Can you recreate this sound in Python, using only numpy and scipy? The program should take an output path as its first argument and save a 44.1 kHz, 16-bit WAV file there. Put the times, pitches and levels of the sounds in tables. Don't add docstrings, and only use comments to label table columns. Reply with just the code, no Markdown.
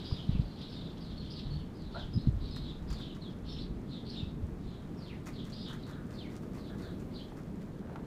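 import sys
import numpy as np
from scipy import signal
from scipy.fft import rfft, irfft, next_fast_len
from scipy.io import wavfile
from scipy.ndimage import uniform_filter1d

SR = 44100
rng = np.random.default_rng(int(sys.argv[2]) if len(sys.argv) > 2 else 0)


def generate_wav(sig):
    pcm = np.round(np.clip(np.atleast_2d(sig).T, -1, 1) * 32767).astype(np.int16)
    wavfile.write(sys.argv[1], SR, pcm)


N = 355440
T = np.arange(N) / SR


def undb(db):
    return 10 ** (np.asarray(db) / 20)


def unit(x):
    return x / np.sqrt(np.mean(x ** 2) + 1e-20)


def curves(table):
    times, *columns = np.transpose(table)
    return [np.interp(T, times, column) for column in columns]


def add(out, start_s, x):
    i = max(int(start_s * SR), 0)
    out[i:i + len(x)] += x[:max(N - i, 0)]


def colour(x, spectrum):
    hz, db = np.transpose(spectrum)
    size = next_fast_len(len(x))
    bins_hz = np.maximum(np.fft.rfftfreq(size, 1 / SR), 1)
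    gain = undb(np.interp(np.log(bins_hz), np.log(hz), db))
    return unit(irfft(rfft(x, size) * gain, size)[:len(x)])


def noise(spectrum):
    return colour(rng.standard_normal(N), spectrum)


def resonate(x, hz, width_hz):
    return signal.lfilter(*signal.iirpeak(hz, hz / width_hz, fs=SR), x)


def wander(rate_hz):
    return np.interp(T * rate_hz, np.arange(2 ** 14), rng.standard_normal(2 ** 14))


def envelope(start_s, hold_s, attack_s, release_s):
    rise = np.clip((T - start_s) / attack_s, 0, 1)
    return rise * np.exp(-np.maximum(T - start_s - attack_s - hold_s, 0) / release_s)


def yard(x, direct_db, t60_s=0.33):
    t = T[:SR // 2]
    decay = np.exp(-np.log(1000) * t / t60_s)
    response = unit(rng.standard_normal(len(t)) * decay) / np.sqrt(len(t))
    response[0] += undb(direct_db)
    return signal.fftconvolve(x, response / np.linalg.norm(response))


# time_s, hum_db, wash_db
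TOWN_LEVELS = [(0, -42.5, -52), (1, -43, -54.5), (5.0, -42.5, -54), (5.8, -43.5, -54.5), (6.8, -43, -54),
               (8.06, -44.5, -55)]
# frequency_hz, gain_db
HUM_SPECTRUM = [(30, -21), (70, -10), (110, -5), (160, -1), (230, -4.5), (320, -10.5), (450, -16.5),
                (700, -41.5), (1500, -75)]
WASH_SPECTRUM = [(150, 7), (400, 2), (600, 1.5), (900, -1.5), (1400, -7), (2200, -12.5), (4000, -25),
                 (7000, -27.5), (11000, -30.5), (15500, -34)]

def town(whine_hz=614, whine_db=-70):
    hum_db, wash_db = curves(TOWN_LEVELS)
    hum = undb(hum_db + 1.07 * wander(13)) * noise(HUM_SPECTRUM)
    wash = undb(wash_db + 0.64 * wander(6)) * noise(WASH_SPECTRUM)
    phase = 2 * np.pi * np.cumsum(whine_hz + 3 * wander(8)) / SR
    whine = unit(np.sin(phase) + undb(-7) * np.sin(2 * phase))
    return hum + wash + undb(whine_db + 2.6 * wander(2.8)) * whine


# frequency_hz, gain_db
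VEHICLE_SPECTRUM = [(100, -24), (190, 3), (280, 2.5), (420, -5), (650, -14), (1200, -46)]

def vehicle(nearest_s=6.81, nearest_db=-47, swell_s=0.99):
    swell = undb(nearest_db) / (1 + ((T - nearest_s) / swell_s) ** 2)
    return swell * noise(VEHICLE_SPECTRUM)


# start_s, length_s, level_db
FAR_BIRD_CALLS = [(5.653, 0.15, -57), (5.86, 0.22, -59.5), (6.073, 0.066, -60), (6.677, 0.12, -59.5),
                  (6.793, 0.17, -58.5)]
# frequency_hz, gain_db
FAR_BIRD_SPECTRUM = [(600, -19), (1100, -7), (1450, 1), (1750, -1), (2200, -27), (3500, -40)]

def far_bird():
    swell = np.zeros(N)
    for start_s, length_s, level_db in FAR_BIRD_CALLS:
        add(swell, start_s, undb(level_db) * np.sqrt(np.hanning(int(length_s * SR))))
    return swell * noise(FAR_BIRD_SPECTRUM)


# time_s, level_db
FLOCK_LEVELS = [(0, -59.5), (1.4, -68), (1.7, -73), (8.06, -77)]
# frequency_hz, gain_db
CHATTER_SPECTRUM = [(1800, -20), (2600, 0.5), (3300, 9.5), (4200, 7.5), (5000, 1), (6000, -12), (7500, -38),
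                    (10000, -28), (14000, -41)]

def flock(near_birds, blur_s=0.096, scatter_db=-5.5, fade_db_per_s=0.5, flicker_db=3):
    near_rms = np.sqrt(np.abs(uniform_filter1d(near_birds ** 2, int(blur_s * SR))))
    scatter = near_rms * undb(scatter_db - fade_db_per_s * T)
    swell = np.hypot(undb(curves(FLOCK_LEVELS)[0]), scatter)
    return swell * undb(flicker_db * wander(45)) * noise(CHATTER_SPECTRUM)


# time_s, level_db
RUB_LEVELS = [(7.6, -73), (7.8, -56.5), (7.95, -51), (8.06, -58)]
# frequency_hz, gain_db
RUB_SPECTRUM = [(200, -14), (420, 9), (700, 1.5), (1100, -11), (1500, -6), (2200, -21), (4000, -42)]

def rub(catch_db=3):
    return undb(curves(RUB_LEVELS)[0] + catch_db * wander(120)) * noise(RUB_SPECTRUM)


# start_s, peak_db
KNOCK_HITS = [(.112, -40), (7.32, -43.5), (7.826, -47), (7.871, -46), (7.896, -45), (7.906, -49),
              (7.958, -35.5)]
# frequency_hz, bandwidth_hz, gain_db
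KNOCK_RESONANCES = [(624, 140, -19), (830, 610, 30), (1390, 180, 9)]

def knocks(contact_s=0.0027, scrape_db=-15, scrape_decay_s=0.032):
    out, t = np.zeros(N), T[:SR // 8]
    push = np.exp(-t / contact_s) + undb(scrape_db) * np.exp(-t / scrape_decay_s)
    for start_s, peak_db in KNOCK_HITS:
        force = rng.standard_normal(len(t)) * push
        ring = sum(undb(gain_db) * resonate(resonate(force, hz, width_hz), hz, hz)
                   for hz, width_hz, gain_db in KNOCK_RESONANCES)
        add(out, start_s, undb(peak_db) * ring / np.abs(ring).max())
    return out


# start_s, hold_s, level_db
GRIP_SHIFTS = [(0.29, 0.073, -32.5), (1.1, 0.078, -41), (1.44, 0.1, -38.5), (1.796, 1.2, -44.5),
               (2.22, 0.18, -39.5), (3.334, 0.43, -45.5), (4.206, 0.5, -46)]
# frequency_hz, gain_db
RUMBLE_SPECTRUM = [(8, -12), (25, 1.5), (50, 6), (80, 2), (130, -11.5), (300, -69)]
# centre_s, peak_db, pitch_hz, half_length_s
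FINGER_BUMPS = [ (.127, -19.5, 93, 0.0042), (0.295, -15.5, 134, 0.0036), (0.353, -21.5, 141, 0.0026),
                (0.398, -15.5, 119, 0.004), (1.545, -32.5, 147, 0.049), (2.166, -24, 119, 0.013),
                (2.177, -16.5, 150, 0.0035), (2.274, -13.5, 139, 0.0023), (2.289, -16, 114, 0.0056),
                (2.374, -25, 81, 0.0046), (2.916, -30, 48.3, 0.014), (4.235, -26, 103, 0.0048),
                (4.44, -26.5, 85, 0.0088)]

def handling(steady_hand_db=-52.5):
    shifts = sum(undb(level_db) * envelope(start_s, hold_s, attack_s=0.023, release_s=0.053)
                 for start_s, hold_s, level_db in GRIP_SHIFTS)
    out = np.hypot(shifts, undb(steady_hand_db)) * noise(RUMBLE_SPECTRUM)
    t = T[:SR // 5] - 0.1
    for centre_s, peak_db, pitch_hz, half_length_s in FINGER_BUMPS:
        pulse = np.exp(-(t / half_length_s) ** 2) * np.cos(2 * np.pi * pitch_hz * t)
        add(out, centre_s + t[0], undb(peak_db) * pulse)
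    return out


# start_s, length_s, level_db
PAW_STEPS = [ (2.562, 0.0069, -59), (2.901, 0.0098, -53.5), (2.925, 0.0063, -55), (2.987, 0.019, -65),
             (3.147, 0.02, -70), (5.259, 0.027, -54.5), (5.444, .035, -66.5), (5.497, .027, -65.5),
             (5.684, .029, -63), (5.727, 0.022, -62.5), (5.865, 0.05, -66), (6.106, 0.05, -69.5),
             (6.301, 0.069, -68.5), (6.422, .015, -66), (6.531, 0.053, -64.5), (6.784, 0.06, -67.5),
             (6.996, .026, -68), (7.362, .035, -67.5), (7.612, .012, -69)]
# frequency_hz, gain_db
LEAF_SPECTRUM = [(500, -26), (1500, 2.5), (2500, -0.5), (4500, 0.5), (7000, -1), (10000, -11), (15000, -16)]
SOIL_SPECTRUM = [(300, -26), (700, -4.5), (1100, 4.5), (1650, 2.5), (2300, -3.5), (4000, -22)]

def paws(release_s=0.0083, rustle_db=-76, snap_db=9, snap_decay_s=0.00034,
         scuff_db=8, scuff_build_s=0.0066, crackle_db=8, crackle_hz=1500):
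    leaves, soil, t = np.zeros(N), np.zeros(N), T[:SR // 4]
    for start_s, length_s, level_db in PAW_STEPS:
        press = np.minimum(t / 0.002, 1) * np.exp(-np.maximum(t - length_s * 1.04, 0) / release_s)
        snap = undb(snap_db) * np.exp(-t / snap_decay_s)
        add(leaves, start_s, undb(level_db) * (press + snap))
        add(soil, start_s, undb(level_db + scuff_db) * press * (1 - np.exp(-t / scuff_build_s)))
    crackle, grit = (rng.standard_normal(N) * undb(crackle_db * wander(crackle_hz)) for _ in range(2))
    return (leaves + undb(rustle_db)) * colour(crackle, LEAF_SPECTRUM) + soil * colour(grit, SOIL_SPECTRUM)


# frequency_hz, bandwidth_hz, gain_db
THROAT_FORMANTS = [(700, 230, 2.5), (1520, 150, 0.5)]

def huff(start_s=1.941, level_db=-42, pulse_hz=190, rasp=0.4, opening_s=0.0198):
    chop_hz = pulse_hz * np.exp(0.2 * wander(100))
    chop = 1 + rasp * np.sin(2 * np.pi * np.cumsum(chop_hz) / SR)
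    air = rng.standard_normal(N) * chop
    voice = sum(undb(gain_db) * unit(resonate(resonate(air, hz, width_hz), hz, 2 * width_hz))
                for hz, width_hz, gain_db in THROAT_FORMANTS)
    frequency_ratio = 1 - 0.2 * np.exp(-np.maximum(T - start_s, 0) / opening_s)
    voice = unit(np.interp(np.cumsum(frequency_ratio) / SR, T, voice))
    return voice * undb(level_db) * envelope(start_s, hold_s=0.014, attack_s=0.012, release_s=0.034)


# start_s, length_s, start_hz, end_hz, level_db, trill_depth_hz, direct_over_scatter_db
SPARROW_CHIRPS = [ (0.0, 0.086, 3640, 3466, -53, 430, -15), (0.039, .11, 4790, 4930, -53, 300, 4),
                  (0.139, 0.069, 3950, 3074, -51, 250, -3), (0.261, 0.1, 3970, 2516, -58.5, 280, -8),
                  (.424, 0.16, 4480, 4170, -64.5, 300, -2), (.591, 0.075, 4500, 3570, -54, 400, -6),
                  (.68, 0.15, 5000, 3570, -58, 550, 1), (0.738, .06, 3710, 3660, -53, 60, -4),
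                  (0.836, 0.044, 4100, 3560, -55.5, 200, -1), (0.992, 0.13, 4960, 3390, -58.5, 330, -9),
                  (1.167, 0.051, 4450, 4260, -56, 150, -4), (1.203, 0.097, 3470, 3170, -59.5, 300, -6),
                  (1.296, 0.034, 4670, 4970, -51, 330, -3), (1.345, 0.057, 4670, 3470, -52, 450, -11),
                  (1.425, 0.058, 4300, 3200, -58.5, 400, -10), (1.5, 0.067, 4360, 4430, -57, 130, -3),
                  (1.529, 0.081, 3530, 3100, -61.5, 360, -10), (1.722, 0.17, 4900, 3710, -65, 300, -15),
                  (1.914, 0.13, 4480, 3080, -54, 251, -6), (2.132, 0.034, 5090, 5050, -52, 100, 3),
                  (2.172, 0.0495, 4000, 4210, -55.5, 250, -6), (2.402, 0.13, 4300, 3910, -58.5, 440, -8),
                  (2.503, 0.08, 4140, 3950, -53, 380, -6), (2.506, .03, 4970, 5080, -57, 100, -4),
                  (2.607, 0.11, 4140, 3520, -53.5, 320, -1), (2.872, 0.072, 5030, 4430, -56.5, 330, -8),
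                  (2.961, 0.08, 3850, 3350, -53, 454, -4), (3.041, .092, 3700, 3150, -58, 560, -8),
                  (3.209, 0.067, 4340, 3310, -54.5, 130, -1), (3.472, 0.06, 3870, 4190, -52.5, 550, -10),
                  (3.486, 0.053, 5320, 5290, -54, 200, -6), (3.555, .072, 3150, 4370, -51, 480, 1.5),
                  (3.889, 0.085, 4290, 3460, -54, 302, -10), (4.047, 0.11, 4370, 4180, -53.5, 260, 0),
                  (4.087, 0.045, 5210, 4870, -58.5, 400, -8), (4.13, .1, 3130, 2710, -60, 280, -8),
                  (4.158, 0.047, 3630, 3620, -46, 190, -2), (4.638, 0.16, 3920, 3500, -64, 480, -10),
                  (4.962, 0.13, 5450, 3450, -61.5, 300, -4), (5.068, 0.073, 3350, 1940, -56.5, 220, -2),
                  (5.326, .09, 4540, 3235, -55.5, 420, -6), (5.519, 0.025, 4020, 5020, -52.5, 250, -4),
                  (5.545, 0.099, 4160, 4360, -52.5, 840, -3), (5.642, 0.05, 3880, 3100, -49, 330, -5),
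                  (5.804, 0.15, 4280, 3600, -63.5, 450, 1), (6.133, .065, 4710, 4090, -58, 450, -3),
                  (6.177, .1, 3750, 1950, -56, 70, 0), (6.567, 0.14, 4750, 3590, -63, 520, -4),
                  (6.811, 0.1, 4190, 3510, -60, 480, -5), (7.131, 0.04, 4750, 3820, -52, 280, -13),
                  (7.176, 0.032, 3500, 3094, -51.5, 190, -5)]

def sparrows(trill_hz=170, trill_spread=0.247, trill_fade=0.29, glide_ease=0.61, waver_hz=35,
             flutter_db=4.5, overtone_db=-28, rasp=0.6, rasp_hz=700, beak_hz=3900, beak_db_per_octave=3):
    out, waver, flutter, uneven = np.zeros(N), wander(350), wander(220), wander(90)
    chaos = unit(signal.sosfilt(signal.butter(4, rasp_hz, fs=SR, output="sos"), rng.standard_normal(N)))
    deepest_hz = max(depth_hz for *_, depth_hz, _ in SPARROW_CHIRPS)
    for start_s, length_s, start_hz, end_hz, level_db, depth_hz, direct_db in SPARROW_CHIRPS:
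        rate_offset, trill_phase = rng.standard_normal(2)
        progress = np.linspace(0, 1, int(length_s * SR))
        span = slice(int(start_s * SR), int(start_s * SR) + len(progress))
        rate_hz = trill_hz * np.exp(trill_spread * (rate_offset / 2 + uneven[span]))
        trill = np.sin(2 * np.pi * np.cumsum(rate_hz) / SR + trill_phase)
        trill *= depth_hz * (1 - trill_fade * progress)
        glide = progress + glide_ease * (np.sin(np.pi / 2 * progress) ** 2 - progress)
        pitch_hz = start_hz + (end_hz - start_hz) * glide + trill + waver_hz * waver[span]
        phase = 2 * np.pi * np.cumsum(pitch_hz) / SR
        whistle = np.sin(phase) + undb(overtone_db) * np.sin(2 * phase)
        attack, release = progress / 0.23, (1 - progress) / 0.04
        swell = np.sin(np.pi / 2 * np.minimum(np.minimum(attack, release), 1))
        beak_loss_db = beak_db_per_octave * np.abs(np.log2(pitch_hz / beak_hz))
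        swell *= undb(flutter_db * flutter[span] - beak_loss_db)
        rattle = 1 + rasp * depth_hz / deepest_hz * chaos[span]
        add(out, start_s, undb(level_db) * yard(unit(swell * rattle * whistle), direct_db))
    return out


def scene():
    puppy = yard(paws() + huff(), direct_db=6)[:N]
    near_birds = sparrows()
    birds = near_birds + flock(near_birds) + far_bird()
    return (birds + puppy + knocks() + rub() + handling() + town() + vehicle())[None]


def record(dry, cutoff_hz=15500):
    return signal.sosfilt(signal.ellip(10, 0.2, 70, cutoff_hz, fs=SR, output="sos"), dry)


dry = scene()
out = record(dry)
generate_wav(out)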